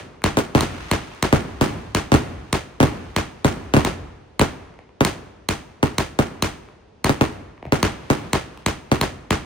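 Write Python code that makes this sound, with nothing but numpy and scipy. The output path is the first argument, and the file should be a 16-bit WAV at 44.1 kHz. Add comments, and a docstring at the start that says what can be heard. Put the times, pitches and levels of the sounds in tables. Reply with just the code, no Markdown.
"""A firework cake fires shell after shell over the murmur of a quiet town, near a phone held up to the sky.
Lift charges crack on the ground ahead, with faint hollow pops between them. The shells boom overhead and
to the left, and some leave a cloud of crackling stars. Ground and walls throw the blasts back.
The phone splits the sound into bands, which smears every blast into a falling chirp."""
import sys
import numpy as np
from scipy import signal
from scipy.fft import rfft, irfft, next_fast_len
from scipy.io import wavfile
from scipy.ndimage import uniform_filter1d

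SR = 44100
rng = np.random.default_rng(int(sys.argv[2]) if len(sys.argv) > 2 else 0)


def master_out(mix):
    """Clip the mix to full scale and print it as 16-bit PCM to the path in sys.argv[1]."""
    frames = np.transpose(np.atleast_2d(mix))
    ceiling = np.clip(frames, -1, 1)
    pcm = np.round(ceiling * 32767).astype(np.int16)
    wavfile.write(sys.argv[1], SR, pcm)


N = 416744
SWELL_MS = 2  # room for the hiss that runs ahead of a pressure jump


def gain_of(db):
    """Decibels to gain."""
    return 10 ** (np.asarray(db) / 20)


def curve_at(points, hz):
    """Reads a curve on a log-frequency axis."""
    f, value = np.transpose(points)
    return np.interp(np.log(hz + 1), np.log(f + 1), value)


def diffuse_noise(size, shape):
    """Stereo noise of unit energy, partly alike on both sides; shape(hz, seconds) is its magnitude."""
    # Stereo width. Each row: frequency in Hz, left-right likeness from 0 to 1.
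    likeness = [(60, 0.99), (250, 0.74), (600, 0.047), (2000, 0.47), (6000, 0.1), (13000, 0.27)]
    frames, hz = size // 128 + 5, np.fft.rfftfreq(512, 1 / SR)[:, None]
    a, b, c, d = rng.standard_normal((frames, 257, 4)).T
    same, left = np.clip(curve_at(likeness, hz), 0, 1), a + 1j * b
    spectra = np.array([left, same * left + np.sqrt(1 - same ** 2) * (c + 1j * d)])
    spectra *= shape(hz, np.arange(frames) * 128 / SR)
    out = signal.istft(spectra, nperseg=512, noverlap=384)[1][:, :size]
    return out / np.linalg.norm(out, axis=1).mean()


def town_murmur(level_db):
    """The steady, low bed of the town at night."""
    # Tone of the murmur. Each row: frequency in Hz, relative level in dB.
    spectrum = [(18, -40), (30, -7), (82, 2), (333, -2), (397, 3), (978, -6), (1230, -13.5), (5250, -20),
                (12000, -36.5), (15600, -77), (22000, -120)]
    return gain_of(level_db) * np.sqrt(N) * diffuse_noise(N, lambda hz, s: gain_of(curve_at(spectrum, hz)))


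def blast(push_ms, soft_ms):
    """A pressure jump, its fall and the suction behind it; the air rounds the jump."""
    ms = np.arange(1500) / SR * 1000
    pole = np.exp(-1000 / (SR * soft_ms))
    return signal.lfilter([1 - pole], [1, -pole], (1 - ms / push_ms) * np.exp(-ms / push_ms))


def crack(ring, ragged_db, front_ms, rise_ms, fall_ms, bright):
    """Ragged gas noise that swells up to the jump and dies after it, plus what the jump sets ringing."""
    t = np.arange(1500) / SR - front_ms / 1000
    envelope = np.exp(np.where(t < 0, 1000 * t / rise_ms, -1000 * t / fall_ms))
    out = gain_of(ragged_db) * envelope * signal.lfilter([1, -bright], 1, rng.standard_normal(len(t)))
    for hz, db, t60 in ring:
        phase = 2 * np.pi * hz * (1 + 0.067 * rng.standard_normal()) * t
        ring_db = db + 1.7 * rng.standard_normal() - 60 * np.maximum(t, 0) / t60
        out += (t >= 0) * gain_of(ring_db) * np.sin(phase)
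    return out


def reverb_tail(near_db, far_db, slaps_db, bass_hz, rise_ms=6.74):
    """Lumpy returns from near walls, too small to throw back deep bass, and smooth ones from far off."""
    # Decay of near walls and of the wider neighbourhood. Each row: frequency in Hz, t60 in seconds.
    near_t60 = [(60, 0.43), (160, 0.12), (420, 0.19), (1100, 0.23), (3000, 0.28), (8000, 0.27),
                (15000, 0.15)]
    far_t60 = [(60, 1.6), (200, 0.73), (600, 1.09), (2000, 1.03), (6000, 0.86), (15000, 0.53)]
    t = np.arange(SR) / SR
    near = diffuse_noise(
        SR, lambda hz, s: gain_of(-60 * s / curve_at(near_t60, hz)) * hz ** 2 / (hz ** 2 + bass_hz ** 2))
    far = diffuse_noise(SR, lambda hz, s: gain_of(-60 * s / curve_at(far_t60, hz)))
    lumps = uniform_filter1d(uniform_filter1d(rng.standard_normal(SR), size=90), size=90)
    near *= gain_of(slaps_db * lumps / lumps.std())
    return (gain_of(near_db) * near + gain_of(far_db) * far) * (1 - np.exp(-1000 * t / rise_ms)) ** 2


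def shots(rows, echoes, tails, snap, right_late_ms, front_ms, soft_ms, dull_db, spike_db, scatter, smear):
    """Blasts with slap echoes; successive shots take turns among the tails to vary the ring-out."""
    preroll = SR // 2
    size, front = next_fast_len(N + preroll + SR), round((front_ms + SWELL_MS) * SR / 1000)
    out, sends = np.zeros((2, size)), np.zeros((len(tails), 1, size))
    for k, (s, blast_db, crack_db, push_ms, wet_db) in enumerate(rows):
        push = gain_of(blast_db) * blast(push_ms, soft_ms)
        low = np.r_[np.zeros(front), push[:-front]]
        shared, *own = (snap(front_ms + SWELL_MS) for _ in range(3))
        high = gain_of(crack_db) * (shared + np.array(own))  # each microphone port hears its own crack
        echo = uniform_filter1d(low, size=smear) + gain_of(dull_db) * high  # rough walls scatter treble
        at = round((s - SWELL_MS / 1000) * SR) + preroll
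        stretches = 1 + scatter * rng.standard_normal(len(echoes) + 1)
        for (delay_ms, *side_db), stretch in zip([(0, 0, 0)] + echoes, stretches):
            wave = echo if delay_ms > 3 else low + high
            for ear in range(2):
                start = at + max(round((delay_ms * stretch + ear * right_late_ms) * SR / 1000), 0)
                out[ear, start:start + len(low)] += gain_of(side_db[ear]) * wave[ear]
        send = sends[k % len(tails), 0]
        send[at:at + len(low)] += gain_of(wet_db) * low
        send[at + front] += gain_of(wet_db + crack_db + spike_db)  # the crack, smeared into even treble
    out += irfft((rfft(sends) * rfft(tails, size)).sum(0), size)
    return out[:, preroll:preroll + N]


def lift_charges(tails, push_ms=0.81, wet_db=1.58):
    """Charges on the ground launch the shells with a sharp, ringing crack."""
    # Launches, the first just before the start. 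Each row: start in seconds, blast and crack levels in dB.
    launches = [(-0.08, -3.5, -16), (0.2396, -0.5, -12.5), (0.6071, -7.5, -11), (0.9132, -1.5, -12),
                (1.2257, -3, -12.5), (1.948, -2, -11), (2.5276, -3.5, -11.5), (3.163, -2.5, -12.5),
                (3.8482, -4.5, -13.5), (4.3943, -1, -12.5), (5.0485, -5.5, -10), (5.4876, -5, -10.5),
                (5.9822, -4.5, -11), (6.4234, -4, -9.5), (7.0436, -2.5, -11.5), (7.8284, -0.5, -11.5),
                (8.3314, -2, -12), (8.662, -4, -11), (9.0121, -3.5, -11.5), (9.3063, -1, -12)]
    # Ring of the crack. Each row: pitch in Hz, level in dB, t60 in seconds.
    ring = [(2570, -17.5, 0.013), (4130, -6, 0.0093), (6560, -14, 0.016), (8570, -3.5, 0.0058)]
    # Slap echoes. Each row: delay in ms, left and right levels in dB.
    echoes = [(0.978, -7, -7.5), (1.878, -14, -10), (11.34, -12.5, -13.5), (13, -16, -11.5),
              (20.53, -5, -4.5), (21.49, -10, -10.5), (23.55, -8.5, -11.5), (32.1, -28, -21.5),
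              (37, -15.5, -21), (43.94, -20.5, -21)]
    rows = [(s, blast_db, crack_db, push_ms, wet_db) for s, blast_db, crack_db in launches]
    return shots(rows, echoes, tails,
                 lambda front_ms: crack(ring, 0.17, front_ms, rise_ms=1.0, fall_ms=0.95, bright=0.44),
                 right_late_ms=0.014, front_ms=0.9, soft_ms=0.011,
                 dull_db=-21.5, spike_db=11.5, scatter=0.0066, smear=3)


def hollow_pops(tail, wet_db, ring_cycles=5.6, upper_hz=2200):
    """Each faint pop is a click, a few hollow cycles at its own pitch and a brief higher ring."""
    # Pops between the shots. Each row: start in seconds, ring level in dB, pitch in Hz, click level in dB.
    pops = [(0.2193, -27.5, 1500, -38), (1.116, -24.5, 880, -52), (1.148, -45, 1160, -37),
            (4.74, -39, 1300, -58), (4.790, -27.5, 750, -51.5), (4.892, -40, 950, -68),
            (6.687, -34, 1150, -54), (7.5785, -36, 900, -58.5), (7.627, -20.5, 750, -52),
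            (7.653, -21, 620, -45), (7.665, -25, 153, -50), (8.5747, -31, 1000, -35)]
    dry = np.zeros(N + SR)
    for s, level_db, hz, click_db in pops:
        ring = [(hz, level_db, ring_cycles / hz), (upper_hz, level_db - 6, 0.004)]
        pop = crack(ring, click_db, SWELL_MS, rise_ms=0.3, fall_ms=1.2, bright=0.2)
        at = round((s - SWELL_MS / 1000) * SR)
        dry[at:at + len(pop)] += pop
    return dry[:N] + gain_of(wet_db) * signal.oaconvolve(dry[None], tail, axes=1)[:, :N]


def shell_bursts(tails, crack_db=-21.5):
    """Shells explode overhead and to the left: a rounder boom with a longer rasp of gas."""
    # Bursts. Each row: start in seconds, blast level in dB, push length in ms, reverb send in dB.
    bursts = [(0.37, 2.1, 0.71, -3.5), (0.387, -2.5, 0.64, -18.5), (0.5488, 4, 1.1, -0.4),
              (1.3258, 4, 1.2, -1), (1.6106, 1.5, 1.08, 2.1), (2.118, 3, 1.07, 0.9),
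              (2.1398, 2.5, 1.27, -6.5), (2.802, 4, 0.93, -1), (2.828, 3, 1.16, -6),
              (3.4456, 2.5, 1.18, -0.5), (3.7373, 4, 1, -2), (3.7649, 3.5, 1.14, -3),
              (4.4124, 3.5, 0.81, -7.5), (5.007, 4.5, 0.77, -6), (5.8283, 3, 0.91, -5.5),
              (6.1886, 3.5, 0.91, -4.3), (7.0932, 2, 0.84, -5.5), (7.21, 3.5, 0.88, -4),
              (7.7217, 3, 0.87, -2.5), (8.1009, 2.5, 0.91, -1.5), (8.9156, 3, 0.94, -4)]
    # Slaps off ground and walls. Each row: delay in ms, left and right levels in dB.
    echoes = [(1.1, -21, -21), (3.42, -56, -7), (7.54, -3, -7), (9.25, -12.5, -5.5), (14.4, -9, -10),
              (22.05, -27, -10.5), (28.24, -17, -22), (35.7, -22, -20), (48.6, -25, -18.5)]
    rows = [(s, blast_db, crack_db, push_ms, wet_db) for s, blast_db, push_ms, wet_db in bursts]
    return shots(rows, echoes, tails,
                 lambda front_ms: crack([], 2.7, front_ms, rise_ms=1.0, fall_ms=3.6, bright=0.067),
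                 right_late_ms=0.24, front_ms=0.94, soft_ms=0.037,
                 dull_db=-3, spike_db=26.5, scatter=0.013, smear=11)


def crackling_stars(per_s, spread_db, push_ms, peak_after_s):
    """Thousands of tiny snaps all over the sky, a few of them larger; each cloud swells and dies away."""
    # Clouds of stars. Each row: start in seconds, level at the top of the swell in dB.
    clouds = [(.55, -40.5), (1.329, -53.5), (1.61, -64), (2.12, -54.5), (2.8, -52), (3.45, -56.5),
              (7.72, -50), (8.1, -57)]
    strength = gain_of(spread_db * np.minimum(rng.exponential(1, (N, 2)).T, 4))
    hits = strength * (rng.random((N, 2)).T < per_s / SR)
    snap = blast(push_ms, soft_ms=0.015)[None, :200]
    snaps = signal.oaconvolve(hits + 0.047 * hits[::-1], snap, axes=1)[:, :N]
    level = np.zeros(N)
    for s, top_db in clouds:
        age = np.maximum(np.arange(N) / SR - s, 0) / peak_after_s
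        level += gain_of(top_db) * age * np.exp(1 - age)
    return level * snaps / snaps.std()


def scene():
    """Mixes the fireworks over the town; the reverb of a burst overhead holds less bass."""
    ground = np.array([reverb_tail(near_db=2.5, far_db=-11, slaps_db=1.5, bass_hz=60) for _ in range(2)])
    sky = np.array([reverb_tail(near_db=0.5, far_db=-8, slaps_db=3.5, bass_hz=170) for _ in range(3)])
    return (lift_charges(ground) + shell_bursts(sky) + hollow_pops(ground[0], wet_db=-4.5)
            + crackling_stars(per_s=2200, spread_db=3, push_ms=0.14, peak_after_s=0.23)
            + town_murmur(level_db=-56.5))


def record(dry):
    """The phone: microphone colour, rumble filter, band splitting, soft ceiling, band limit."""
    # Microphone colour. Each row: frequency in Hz, gain in dB.
    mic_eq = [(30, 4.5), (60, 9), (150, 3), (230, 6), (320, 5), (410, 5), (520, 1), (1200, 3), (1600, 2.5),
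              (2700, 2), (4200, -1), (5400, -2.5), (6400, -1), (7500, -6.5), (9200, -2.5), (10200, -8.5),
              (10800, -26.5), (12200, -18), (13000, -10), (15400, -8.5), (16300, -23.5)]
    # The phone's band splits, each a frequency in Hz.
    crossovers = [81, 169, 303, 921, 4012]
    rumble_hz, top_hz, ceiling = 41, 16500, 1.2
    size, damping = 16384, np.sqrt(2)
    log_gain = np.log(gain_of(curve_at(mic_eq, abs(np.fft.fftfreq(size, 1 / SR)))))
    colour = np.exp(log_gain - 1j * signal.hilbert(log_gain).imag)[:size // 2 + 1]  # minimum phase
    hz = np.fft.rfftfreq(size, 1 / SR)
    s = 1j * hz / rumble_hz
    colour *= s * s / (s * s + damping * s + 1)
    for split_hz in crossovers:  # each split turns the phase once round: the bass arrives late
        s = 1j * hz / split_hz
        colour *= (s * s - damping * s + 1) / (s * s + damping * s + 1)
    x = signal.oaconvolve(dry, irfft(colour)[None, :size // 2], axes=1)[:, :N]
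    x = ceiling * np.tanh(x / ceiling)
    return signal.oaconvolve(x, signal.firwin(511, top_hz, window=("kaiser", 9), fs=SR)[None], "same")


dry = scene()
out = record(dry)
master_out(out)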